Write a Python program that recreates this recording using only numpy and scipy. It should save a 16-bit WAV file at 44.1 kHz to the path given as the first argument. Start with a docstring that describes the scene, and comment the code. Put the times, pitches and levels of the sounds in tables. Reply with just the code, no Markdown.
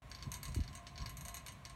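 """Outdoors, at a steel pole: two bicycle wheels with vanes spin as a windmill.
Loose metal parts clack, tick and clink as they turn, ringing the spokes, the rims, the frame
and a small bright part. Rough running keeps two wavering tones humming in the frame.
Wind rumbles and buffets the microphone over faint distant traffic."""
import sys
import numpy as np
from scipy import signal
from scipy.fft import rfft, irfft
from scipy.io import wavfile
from scipy.ndimage import uniform_filter1d

SR = 44100
rng = np.random.default_rng(int(sys.argv[2]) if len(sys.argv) > 2 else 0)


def waveform_to_disk(signal):
    """Save audio, clipped to [-1, 1], as 16-bit WAV at the path in sys.argv[1]."""
    frames = np.transpose(np.atleast_2d(signal))
    scaled = np.clip(frames, -1, 1) * 32767
    samples = np.round(scaled).astype(np.int16)
    wavfile.write(sys.argv[1], SR, samples)


N = 77175

# loose-part contacts: start_s, clack_db, tick_db, clink_db, ping_db
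CONTACT_EVENTS = [(0.099, -61, -69, -74, -69), (0.115, -56, -47, -42, -70), (.1482, -59.5, -48, -44.5, -65),
                  (0.187, -76, -55, -54, -84), (.207, -81, -57.5, -62, -91), (0.225, -55.5, -45, -46, -69),
                  (0.3171, -41.5, -52, -51, -49), (0.3406, -42, -49.5, -48, -57),
                  (0.369, -55, -69, -66, -65), (.430, -45, -50.5, -42.5, -51),
                  (0.4531, -46, -51.5, -47, -70), (.481, -50, -58, -51.5, -63),
                  (0.5205, -57, -57.5, -64, -71), (0.5457, -44, -53.5, -46, -54.5),
                  (0.569, -60, -59, -58, -68), (0.6034, -61, -50.5, -56, -68), (.6363, -62, -50, -74, -76),
                  (0.6775, -63.5, -50, -47, -72), (0.7293, -60.5, -55, -70, -68),
                  (0.7515, -46.5, -67, -60, -64), (0.774, -55.5, -67, -64, -72), (.868, -55, -46, -70, -80),
                  (0.957, -78, -54, -49.5, -85), (.978, -60.5, -45, -43.5, -72),
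                  (1.002, -74, -52.5, -48, -83), (1.017, -64, -48, -47, -72),
                  (1.059, -54, -43.5, -39.5, -60), (1.094, -50.5, -52.5, -69, -54),
                  (1.1697, -47.5, -57, -64, -54.5), (1.209, -49.5, -59, -76, -54.5),
                  (1.251, -45.5, -53.5, -67, -55), (1.283, -44, -52, -71, -51.5),
                  (1.343, -43.5, -51.5, -61, -48.5), (1.369, -45.5, -53, -65, -65),
                  (1.463, -48, -47.5, -51, -53), (1.483, -47, -49, -65, -66), (1.521, -57, -63, -82, -65.5),
                  (1.6512, -52, -46, -42.5, -67), (1.697, -54.5, -54.5, -60, -73)]
# bright clack resonances: centre_hz, width_hz, level_db
CLACK_RESONANCES = [(1250, 550, -8), (2250, 240, -7), (2870, 122, -4), (3760, 130, -9), (4040, 105, -5.5),
                    (4650, 100, -7.5), (5950, 210, -5), (6340, 310, -0.5), (6580, 330, 2),
                    (7430, 440, -5.5), (8590, 455, 2), (9170, 510, -11), (9900, 870, -15.5),
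                    (12100, 5600, -17), (15600, 830, -25)]
# dull tick resonances: centre_hz, width_hz, level_db
TICK_RESONANCES = [(1650, 278, -4.5), (2250, 490, -7), (3040, 160, -5.5), (3630, 330, -5.5),
                   (4334, 280, -1.5), (4630, 81, -3.5), (5320, 620, -5.5), (5610, 260, -5.5),
                   (6440, 270, -7.5), (7100, 150, -13), (8050, 230, -34.5), (11400, 1300, -29),
                   (13130, 150, -25)]
# rim and frame modes: pitch_hz, level_db
FRAME_MODES = [(985, -2), (1653, -5), (1760, -6), (1997, -3), (2166, -3), (2245, -4), (2536, -6),
               (2912, -4), (3133, -8), (3682, -6), (4059, -3), (4210, -6), (6254, -7), (6652, -6),
               (7868, -8)]
# spoke shimmer spectrum: freq_hz, gain_db
SPOKE_SPECTRUM = [(600, 1.5), (2000, 5.5), (4500, 6.5), (6500, 2.5), (9000, 3), (13000, -22), (16000, -4)]
# spoke shimmer decay: freq_hz, t60_s
SPOKE_DECAY = [(600, 0.28), (2000, 0.12), (4500, 0.15), (8000, 0.14), (14000, 0.16)]
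# frame hum envelopes: time_s, low_tone_db, high_tone_db
HUM_LEVELS = [(.05, -74.5, -70.5), (.17, -75, -65.5), (.34, -71, -60), (.41, -80, -70.5), (.48, -79, -55.5),
              (.57, -64.5, -82.5), (.7, -80, -63), (.79, -61.5, -62.5), (.9, -69.5, -67.5), (.97, -67, -68),
              (1.03, -64, -55), (1.1, -77, -61.5), (1.16, -76, -67), (1.3, -58, -61.5),
              (1.37, -66.5, -60.5), (1.45, -79, -66.5), (1.6, -69.5, -70), (1.719, -67, -63)]
# low hum resonances: centre_hz, width_hz, level_db
HUM_LOW = [(698.5, 11.8, 6.5), (622, 26, -11)]
# high hum resonances: centre_hz, width_hz, level_db
HUM_HIGH = [(1047, 27, -0.5), (1141, 10.6, -7.5), (1067, 86, -18.5)]
# wander of the high hum: time_s, pitch_hz
HUM_HIGH_PITCH = [(.1, 1060), (.24, 1071), (.33, 990), (.39, 1040), (.47, 1075), (.51, 1020), (.6, 1038),
                  (.79, 1060), (1.03, 1051), (1.1, 1045), (1.3, 1062), (1.72, 1054)]
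# gusts at the microphone: time_s, level_db
GUST_LEVELS = [(.02, -55.5), (.12, -54), (.18, -56.5), (.25, -47), (.34, -51), (.42, -53), (.5, -42.5),
               (.55, -49), (.63, -50), (0.668, -52), (.71, -48.5), (.82, -59.5), (.95, -53.5), (1.04, -48),
               (1.15, -52), (1.24, -49), (1.31, -54.5), (1.45, -56.5), (1.75, -55.5)]
# wind rumble spectrum: freq_hz, gain_db
WIND_SPECTRUM = [(15, -12), (30, -10), (52, 3), (80, -3), (140, -3.5), (200, -14), (290, -25.5),
                 (400, -29.5), (800, -37), (2000, -57)]
# single buffets: start_s, peak_db, pitch_hz, length_s
WIND_BUFFETS = [(0.264, -35, 110, 0.02), (0.268, -45, 241.3, 0.014), (.561, -37, 296, 0.0087),
                (0.564, -25, 67, 0.018), (.588, -33, 223, 0.0098), (0.591, -27, 67.3, 0.0275),
                (0.999, -33.5, 44.4, 0.027)]
# distant traffic and air spectrum: freq_hz, gain_db
TRAFFIC_SPECTRUM = [(60, 0.5), (250, 4), (400, -6.5), (500, -6.5), (640, 1.5), (830, -5.5), (1060, 1.5),
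                    (1300, -7), (2200, -5), (3200, -11), (5000, -17), (8000, -21), (11000, -23.5),
                    (16000, -33.5)]
# microphone dips: centre_hz, quality
MIC_NOTCHES = [(4980, 18), (10650, 30)]


def wheels():
    """Each contact blends clack, tick and clink, and rings the frame and the small bright part."""
    out, t = np.zeros(N), np.arange(SR * 2 // 5) / SR
    bright, dull = response(CLACK_RESONANCES), response(TICK_RESONANCES)
    onset = 1 - np.exp(-t / .0007)
    for start_s, clack_db, tick_db, clink_db, ping_db in CONTACT_EVENTS:
        clack = amp(clack_db) * knock(
            t, bright, chatter_s=.0024, rattle_db=-13, rattle_t60_s=.096, spokes_db=-9.5, echo_db=-13)
        tick = amp(tick_db) * knock(
            t, dull, chatter_s=.0016, rattle_db=-22, rattle_t60_s=.019, spokes_db=-12.5, echo_db=-4)
        strength = np.hypot(amp(clack_db), amp(tick_db))
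        frame = amp(-17.5) * strength * ring(FRAME_MODES, t, t60_s=.27, detune=.0017)
        ping = ring([(11405, 0)], t, t60_s=.14, detune=.0003)  # small bright part
        ping += ring([(15075, -15)], t, t60_s=.18, detune=.00056)
        add(out, start_s, clack + tick + onset * (frame + amp(ping_db) * ping))
        add(out, start_s, amp(clink_db) * clink())
    return out


def knock(t, body, chatter_s, rattle_db, rattle_t60_s, spokes_db, echo_db, echo_s=.0066):
    """A contact chatters into the body, echoes off the ground, rattles out and excites the spokes."""
    contact = np.exp(-(t / chatter_s) ** 4)
    chatter = contact * rng.choice([-1., 1.], len(t))
    blow = signal.fftconvolve(chatter, body)[:len(t)]
    blow *= np.linalg.norm(contact) / np.linalg.norm(blow)
    rattle = amp(rattle_db - 60 * t / rattle_t60_s) * rng.standard_normal(len(t))
    onset = 1 - np.exp(-t / .0006)
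    tail = onset * (rattle + amp(spokes_db) * spokes(len(t)))
    out = blow + signal.fftconvolve(tail, body)[:len(t)]
    add(out, echo_s, amp(echo_db) * blow)
    return out


def clink(pitch_hz=4591, length_s=.0047):
    """Hard, quickly damped note of the part making contact."""
    t = np.arange(0, length_s, 1 / SR)
    hz = pitch_hz * (1 + .004 * rng.standard_normal())
    return np.sin(np.pi * (t / length_s) ** .87) * np.sin(2 * np.pi * hz * t)


def ring(modes, t, t60_s, detune, flutter_db=3):
    """Struck metal: decaying sines (pitch_hz, level_db) with random phase and level flutter."""
    out = np.zeros(len(t))
    for hz, db in modes:
        flutter = np.interp(t, np.arange(64) / 80, rng.standard_normal(64))
        cycles = hz * (1 + detune * rng.standard_normal()) * t + rng.random()
        out += amp(db + flutter_db * flutter - 60 * t / t60_s) * np.sin(2 * np.pi * cycles)
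    return out


def spokes(size):
    """Shimmer of dense spoke modes: noise whose lows ring longest."""
    hz, t, bins = signal.stft(rng.standard_normal(size), SR, nperseg=256)
    gain_db = read(SPOKE_SPECTRUM, hz)[:, None] - 60 * t / read(SPOKE_DECAY, hz)[:, None]
    return signal.istft(bins * amp(gain_db), SR, nperseg=256)[1][:size]


def frame_hum():
    """Rough running sustains two narrow noise tones in the frame; the higher wanders in pitch."""
    time_s, low_db, high_db = np.transpose(HUM_LEVELS)
    out, t, hz = np.zeros(N), np.arange(N) / SR, np.fft.rfftfreq(N, 1 / SR)
    shift_hz = np.interp(t, *np.transpose(HUM_HIGH_PITCH)) - HUM_HIGH[0][0]
    for body, db, shift_cycles in (HUM_LOW, low_db, 0), (HUM_HIGH, high_db, np.cumsum(shift_hz) / SR):
        tone = irfft(rfft(rng.standard_normal(N)) * np.sqrt(resonances(body, hz)), N)
        tone = (signal.hilbert(tone) * np.exp(2j * np.pi * shift_cycles)).real
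        out += levelled(tone, size=2000) * amp(np.interp(t, time_s, db))
    return out


def wind():
    """Gusty rumble at the microphone, plus short pushes of air."""
    gust_db = np.interp(np.arange(N) / SR, *np.transpose(GUST_LEVELS))
    out = levelled(noise(WIND_SPECTRUM), size=3000) * amp(gust_db)
    for start_s, peak_db, hz, length_s in WIND_BUFFETS:
        t = np.arange(0, length_s, 1 / SR)
        add(out, start_s, amp(peak_db) * np.sin(np.pi * t / length_s) * np.sin(2 * np.pi * hz * t))
    return out


def traffic(level_db=-61.5):
    """Steady wash of far road and air."""
    return amp(level_db) * noise(TRAFFIC_SPECTRUM)


def amp(db):
    """Decibels to gain."""
    return 10 ** (np.asarray(db) / 20)


def read(points, hz):
    """Table lookup on a log-frequency axis."""
    freq_hz, value = np.transpose(points)
    return np.interp(np.log(hz + 1), np.log(freq_hz + 1), value)


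def add(mix, start_s, sound):
    """Mixes a sound in at start_s."""
    part = mix[max(round(start_s * SR), 0):][:len(sound)]
    part += sound[:len(part)]


def noise(spectrum):
    """Steady unit-rms noise with the given spectrum."""
    gain = amp(read(spectrum, np.fft.rfftfreq(N, 1 / SR)))
    x = irfft(rfft(rng.standard_normal(N)) * gain, N)
    return x / np.sqrt(np.mean(x ** 2) + 1e-20)


def levelled(x, size):
    """Removes slow swings: unit rms over a sliding window of size samples."""
    return x / np.sqrt(uniform_filter1d(x ** 2, size=size) + 1e-9)


def resonances(body, hz):
    """Power spectrum of a set of resonances."""
    return sum(amp(db) ** 2 / (1 + ((hz - centre_hz) / width_hz) ** 2) ** 2
               for centre_hz, width_hz, db in body)


def response(body, size=4096):
    """Minimum-phase, unit-energy impulse response of a set of resonances."""
    hz = abs(np.fft.fftfreq(size, 1 / SR))
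    log_gain = np.log(resonances(body, hz) + 1e-7) / 2
    impulse = np.fft.ifft(np.exp(np.conj(signal.hilbert(log_gain)))).real[:size // 4]
    return impulse / np.linalg.norm(impulse)


def scene():
    """Windmill, wind and far road, in mono."""
    return (wheels() + frame_hum() + wind() + traffic())[None]


def record(dry):
    """Microphone: narrow dips, low cut, band limit; the sound fades in quickly after a brief silence."""
    open_s, fade_s, low_cut_hz, high_cut_hz = .019, .002, 38, 16100
    x = dry * np.clip((np.arange(N) / SR - open_s) / fade_s, .02, 1)
    for hz, quality in MIC_NOTCHES:
        x = signal.lfilter(*signal.iirnotch(hz, quality, fs=SR), x)
    x = signal.sosfilt(signal.butter(6, low_cut_hz, "high", fs=SR, output="sos"), x)
    lowpass = signal.firwin(301, high_cut_hz, window=("kaiser", 9), fs=SR)
    return signal.oaconvolve(x, lowpass[None], "same")


dry = scene()
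out = record(dry)
waveform_to_disk(out)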